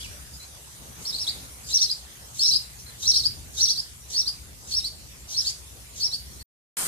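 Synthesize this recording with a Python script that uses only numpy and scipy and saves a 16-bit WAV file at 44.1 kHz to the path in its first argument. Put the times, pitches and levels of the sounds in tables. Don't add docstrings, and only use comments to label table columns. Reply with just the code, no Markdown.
import sys
import numpy as np
from scipy import signal
from scipy.fft import rfft, irfft, next_fast_len
from scipy.io import wavfile
from scipy.ndimage import uniform_filter1d, map_coordinates

SR = 44100
rng = np.random.default_rng(int(sys.argv[2]) if len(sys.argv) > 2 else 0)


def amplitude_ratio(level_db):
    exponent = np.asarray(level_db, float) / 20
    return 10 ** exponent


def persist_wave(psi):
    counts = np.round(np.clip(psi, -1, 1) * 32767).astype(np.int16)
    wavfile.write(sys.argv[1], SR, np.atleast_2d(counts).T)


N = 302967
CUT_S, BACK_S = 6.427, 6.769


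def unit(x):
    return x / np.sqrt(np.mean(x ** 2) + 1e-20)


def along(points, hz):
    f, v = np.transpose(points)
    return np.interp(np.log(hz + 1), np.log(f + 1), v)


def level(rows):
    s, db = np.transpose(rows)
    return amplitude_ratio(np.interp(np.arange(N) / SR, s, db))


def wobble(rate, size=N):
    knots = rng.standard_normal(int(size * rate / SR) + 4)
    return map_coordinates(knots, [np.arange(size) * rate / SR])


def filtered(x, response):
    m = next_fast_len(N + 8192)
    return irfft(rfft(x, m) * response(np.fft.rfftfreq(m, 1 / SR)), m)[..., :N]


# (frequency [Hz], correlation [-1 to 1])
GARDEN_ALIKE = [(60, 0.89), (180, 0.54), (540, 0.27), (1610, -0.3), (4830, 0.031), (14400, -0.05)]


def rush(spectrum, patchy_db, drops=0, alike=GARDEN_ALIKE):
    z = signal.stft(rng.standard_normal((2, N)), nperseg=512)[2]
    field = uniform_filter1d(rng.standard_normal(z.shape[1:]), size=6, axis=0)
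    field = uniform_filter1d(field, size=12, axis=1)
    pair = signal.istft(z * amplitude_ratio(patchy_db * unit(field)), nperseg=512)[1][:, :N] + drops

    def color(hz):
        turn = np.arccos(np.clip(along(alike, hz), -1, 1)) / 2
        return amplitude_ratio(along(spectrum, hz)) * [np.cos(turn), np.sin(turn)]

    mid, side = filtered(pair, color)
    return unit(np.array([mid + side, mid - side]))


def patter(rate, scatter_db, t60):
    lands = rng.random(N) < rate / SR
    sizes = lands * amplitude_ratio(scatter_db * np.minimum(rng.exponential(size=N), 4))
    fade = amplitude_ratio(-60 * np.arange(SR // 50) / SR / t60)
    return unit(signal.fftconvolve(sizes, fade)[:N] * rng.standard_normal((2, N)))


# (time [s], level [dB])
SPRAY_FLOW = [(0, -47.5), (.45, -50.5), (.9, -51), (1.25, -48), (1.6, -50), (3.3, -50.5), (4.6, -52),
              (5.3, -52), (6.3, -51)]
# (frequency [Hz], level [dB per Hz])
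SPRAY_COLOR = [(180, -34.5), (300, -8), (429, -6), (497, -4.5), (921, -5.5), (1250, -6), (2780, -6),
               (4530, -4.5), (6170, -2.5), (9410, -2.5), (14600, -10)]


def spray():
    drops = patter(rate=720, scatter_db=2.0, t60=0.0065)
    hiss = rush(SPRAY_COLOR, patchy_db=3.0, drops=0.3 * drops)
    return amplitude_ratio(5.0 + 0.2 * wobble(8)) * level(SPRAY_FLOW) * hiss


def pumping(hiss, bird):
    most_db, smooth_s, half_db, corner_hz = 5.5, 0.121, -29.5, 3500
    power = uniform_filter1d(bird ** 2, size=round(smooth_s * SR))
    loud = np.sqrt(np.abs(power))
    lift = amplitude_ratio(most_db * loud / (loud + amplitude_ratio(half_db))) - 1
    return hiss + lift * filtered(hiss, lambda hz: hz ** 4 / (hz ** 4 + corner_hz ** 4))


# (time [s], level [dB])
TOWN_LEVEL = [(0, -49), (.6, -53), (1.1, -54), (1.6, -52), (2.2, -52), (2.7, -51), (3.2, -48), (3.75, -50),
              (4.25, -50), (4.8, -49.5), (5.15, -50), (5.4, -50), (5.9, -52.5), (6.3, -48)]
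# (frequency [Hz], level [dB per Hz])
TOWN_COLOR = [(15, -55.5), (25, -34), (42, -10.5), (64, 2.5), (92, -8.5), (124, -5), (150, -11.5),
              (248, -18), (500, -27.5), (650, -48), (1100, -120)]


def town():
    return amplitude_ratio(1.73 + 1.2 * wobble(4)) * level(TOWN_LEVEL) * rush(TOWN_COLOR, patchy_db=-1.0)


FALL = [(0, .55, 0.5), (.35, 1, -5.5), (.75, .2, -3.5), (1, 0, -5)]
PEEP = [(0, 0, -7), (.45, 0.95, -2), (1, .2, -11)]
RASP = [(0, 0, -9), (.55, .6, -3.5), (1, 0.75, -5)]
ARCH = [(0, 0, -6), (.33, .92, -2), (.7, .85, -1.5), (1, 0, -9.5)]
RISE = [(0, 0, -10), (.4, .62, -1), (.75, 1, -4.5), (1, .6, -17)]
LEAP = [(0, 0, -24.5), (.38, .25, -9), (.53, 1, -2), (.66, .9, -3.5), (.85, .8, -2.5), (.93, .2, -9.5),
        (1, .05, -16)]
HOOK = [(0, 0, -17), (.28, .5, -5.5), (.48, 0.91, 0), (.82, 1, -6), (1, .75, -24.5)]
SWING = [(0, 0.096, -19.5), (.3, .12, -6.5), (.5, 1, -4), (.8, .92, -1.5), (.88, .1, -12.5),
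         (1, -.4, -21.5)]
# (time [s], length [s], base [Hz], top [Hz], peak level [dB])
FALLS = [
    (0, .062, 2387, 3600, -42.5),
    (0, .02, 4740, 4940, -44),
    (2.863, .037, 3970, 4290, -47.5),
]
PEEPS = [
    (.332, 0.032, 4840, 5050, -45),
    (.397, 0.052, 4000, 4220, -47),
    (1.64, 0.064, 5000, 4850, -49.5),
    (2.785, 0.029, 4900, 5870, -45.5),
    (6.32, 0.04, 4620, 5770, -51),
    (6.392, 0.033, 4170, 4464, -47.5),
]
RASPS = [
    (1.014, 0.036, 6480, 7420, -46.5),
    (1.678, .045, 6760, 7220, -37),
    (2.354, 0.077, 6380, 7380, -39),
    (3.003, .052, 6250, 6300, -39),
    (3.55, 0.056, 6405, 5860, -36.5),
    (4.102, 0.044, 6300, 5970, -38),
    (4.682, 0.046, 6340, 6040, -39),
    (5.293, 0.052, 5920, 5740, -36),
    (5.419, 0.085, 6430, 6950, -38),
    (5.96, 0.047, 6440, 5750, -38.5),
]
ARCHES = [
    (1.052, 0.058, 4450, 5390, -31),
    (1.18, 0.064, 3940, 5530, -29),
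    (1.785, 0.075, 4100, 5705, -22.5),
    (2.392, 0.093, 4180, 5446, -23),
    (3.135, 0.071, 4150, 5490, -23),
    (3.657, .077, 4174, 5770, -27.5),
]
RISES = [
    (1.124, 0.058, 3800, 4640, -29),
    (1.268, 0.04, 3400, 4677, -23.5),
    (1.813, 0.037, 3650, 4610, -27.5),
    (2.508, 0.044, 3910, 5050, -21.5),
    (2.535, 0.042, 3700, 5200, -21.5),
    (3.142, 0.045, 3700, 4826, -24.5),
    (3.682, 0.045, 3540, 5150, -21.5),
]
LEAPS = [
    (1.688, 0.099, 3544, 5800, -21),
    (2.425, 0.088, 3655, 5810, -22),
    (3.023, .1, 3697, 5673, -19.5),
    (3.567, 0.098, 3587, 5844, -18.5),
]
HOOKS = [
    (1.88, 0.061, 3440, 4970, -26.5),
    (3.233, 0.049, 3720, 4925, -21),
    (3.752, .058, 3800, 4930, -26),
    (4.252, .056, 3740, 4920, -26.5),
    (4.828, .062, 3620, 4700, -28.5),
    (5.442, 0.065, 3600, 4830, -25.5),
    (6.107, 0.061, 3700, 4710, -28),
]
SWINGS = [
    (4.129, 0.097, 4220, 5554, -22),
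    (4.709, 0.096, 4236, 5370, -23.5),
    (5.332, .09, 4160, 5420, -22.5),
    (5.999, .078, 4390, 5420, -21),
]


def whistles():
    kinds = [(RASP, RASPS), (LEAP, LEAPS), (SWING, SWINGS), (ARCH, ARCHES),
             (RISE, RISES), (HOOK, HOOKS), (PEEP, PEEPS), (FALL, FALLS)]
    return [[(s + u * length, base + h * (top - base), db + under) for u, h, under in shape]
            for shape, rows in kinds for s, length, base, top, db in rows]


# (multiple, level [dB])
OVERTONES = [(2, -21.5), (3, -27.5)]
# (frequency [Hz], level [dB per Hz])
BREATH = [(2500, -18), (3500, 0), (5500, 3), (7500, -6.5), (11000, -8.5), (14500, -23)]


def sparrow():
    beat_hz, hoarse_from_hz = 423.3, 5750
    song, effort = np.zeros(N + SR), np.zeros(N + SR)
    for note in whistles():
        s, hz, db = np.transpose(note)
        hoarse = hz[0] > hoarse_from_hz
        rise_s = .025 if hoarse else .004
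        t = np.arange(max(s[0] - rise_s, 0), s[-1] + 0.0045, 1 / SR)
        tremble = (.09 if hoarse else .025) * wobble(900 if hoarse else 300, size=len(t))
        pitch = uniform_filter1d(np.interp(t, s, hz), size=110)
        phase = 2 * np.pi * np.cumsum(pitch * (1 + tremble)) / SR
        height = (pitch - 4500) / 1000
        beat = beat_hz * (1 + .15 * wobble(60, size=len(t)))
        second_pitch = pitch * (1 + hoarse * tremble[::-1]) + beat
        second_phase = 2 * np.pi * np.cumsum(second_pitch) / SR
        tone = np.sin(phase) + amplitude_ratio(np.clip(-13 + 8 * height, -30, -3)) * np.sin(second_phase)
        strength = np.interp(t, s, db)
        pinch = -3 * height - 0.35 * np.clip(strength + 26, -20, 5)
        tone += sum(amplitude_ratio(d + pinch) * np.sin(k * phase) for k, d in OVERTONES)
        edge = np.clip(np.minimum((t - t[0]) / rise_s, (t[-1] - t) / 0.0036), 0, 1)
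        size = amplitude_ratio(strength + 3.24 * wobble(307.3, size=len(t))) * edge
        start = round(t[0] * SR)
        song[start:][:len(t)] += size * tone
        effort[start:][:len(t)] += size * amplitude_ratio(-5 if hoarse else -19.5 + pinch)
    air = unit(filtered(rng.standard_normal(N), lambda hz: amplitude_ratio(along(BREATH, hz))))
    return song[:N] + effort[:N] * air


# (delay [s], level [dB], left lead [s])
ECHOES = [
    (.002, -4.5, .00012),
    (.0033, 2, -.0001),
    (.0053, 3.5, .00024),
    (.008, -1, .00031),
    (.0092, -16, -.00018),
    (0.018, -9, .00021),
    (.025, -10, -.00026),
]


def perch(bird):
    paths = [(0.00084, 0.0077, 0.00026)] + ECHOES

    def path(hz, s, db):
        return amplitude_ratio(db) * np.exp(-2j * np.pi * hz * s)

    def ports(hz):
        return sum(np.array([path(hz, s - lead / 2, db), path(hz, s + lead / 2, db)]) for s, db, lead in paths)

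    return filtered(bird, ports) * amplitude_ratio([[-1.4], [-2.2]])


# (frequency [Hz], t60 [s])
WALLS_T60 = [(2000, 0.82), (5000, 0.26), (12000, 0.76)]


def walls(x):
    hz, t, z = signal.stft(rng.standard_normal((2, SR * 2 // 3)), SR, nperseg=256)
    decay = amplitude_ratio(-60 * t / along(WALLS_T60, hz)[:, None])
    tail = signal.istft(z * decay, SR, nperseg=256)[1]
    late = np.pad(x, (500, 0))[None]
    return signal.fftconvolve(late, tail / np.linalg.norm(tail[0]), axes=1)[:, :N]


# (time [s], hold [s], level [dB])
GUSTS = [
    (.82, .1, -54.5),
    (1.02, 0.13, -51.5),
    (1.32, 0.14, -51),
]
# (frequency [Hz], level [dB per Hz])
BUFFET_COLOR = [(60, -10.5), (120, 1), (300, -7), (900, -13.5), (2000, -21.5)]


def wind():
    rise_s, fall_s = 0.18, .1
    t = np.arange(N) / SR
    blow = np.zeros(N)
    for s, hold, db in GUSTS:
        swell = np.minimum(1 + (t - s) / rise_s, 1 + (s + hold - t) / fall_s)
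        blow += amplitude_ratio(db) * np.clip(swell, 0, 1) ** 2
    return blow * amplitude_ratio(5.5 + 2.7 * wobble(24.92)) * rush(BUFFET_COLOR, patchy_db=0.0)


# (frequency [Hz], level [dB per Hz])
JET_COLOR = [(40, -11), (200, -10.5), (667, -14.5), (1600, -7.5), (3080, -13.5), (6200, -9.5), (8910, -1),
             (14600, -13)]
# (frequency [Hz], correlation [-1 to 1])
JET_ALIKE = [(60, 0.79), (240, 0.94), (930, 0.38), (3670, -0.29), (14400, 0.2)]


def jet():
    drops = patter(rate=1800, scatter_db=1.5, t60=0.0021)
    splash = rush(JET_COLOR, patchy_db=2.0, drops=0.5 * drops, alike=JET_ALIKE)
    return amplitude_ratio(-26.5 + 0.52 * wobble(27)) * splash


def scene():
    t = np.arange(N) / SR
    bird = sparrow()
    garden = perch(bird) + amplitude_ratio(-1.0) * walls(bird) + pumping(spray(), bird) + town() + wind()
    garden_fade = amplitude_ratio(-60 * np.clip(t - CUT_S, 0, 1) / 0.0055)
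    jet_rise = np.clip((t - BACK_S) / 0.0012, 0, 1)
    return garden * garden_fade + jet() * jet_rise


def low_pass(x):
    return signal.sosfilt(signal.butter(12, 15050, fs=SR, output="sos"), x)


# (frequency [Hz], left minus right [dB])
PORT_TILT = [(60, 1.5), (150, 3), (370, 2), (930, 0.5), (2320, -0.5), (5790, -1), (14400, 1.5)]


def record(dry):
    top_hz = 14300

    def ports(hz):
        half = along(PORT_TILT, hz) / 2
        return (hz < top_hz) * amplitude_ratio([half, -half])

    t = np.arange(N) / SR
    running = (t < CUT_S + .03) | (t > BACK_S - .002)
    mix = filtered(dry, ports) * running
    return low_pass(mix)


dry = scene()
out = record(dry)
persist_wave(out)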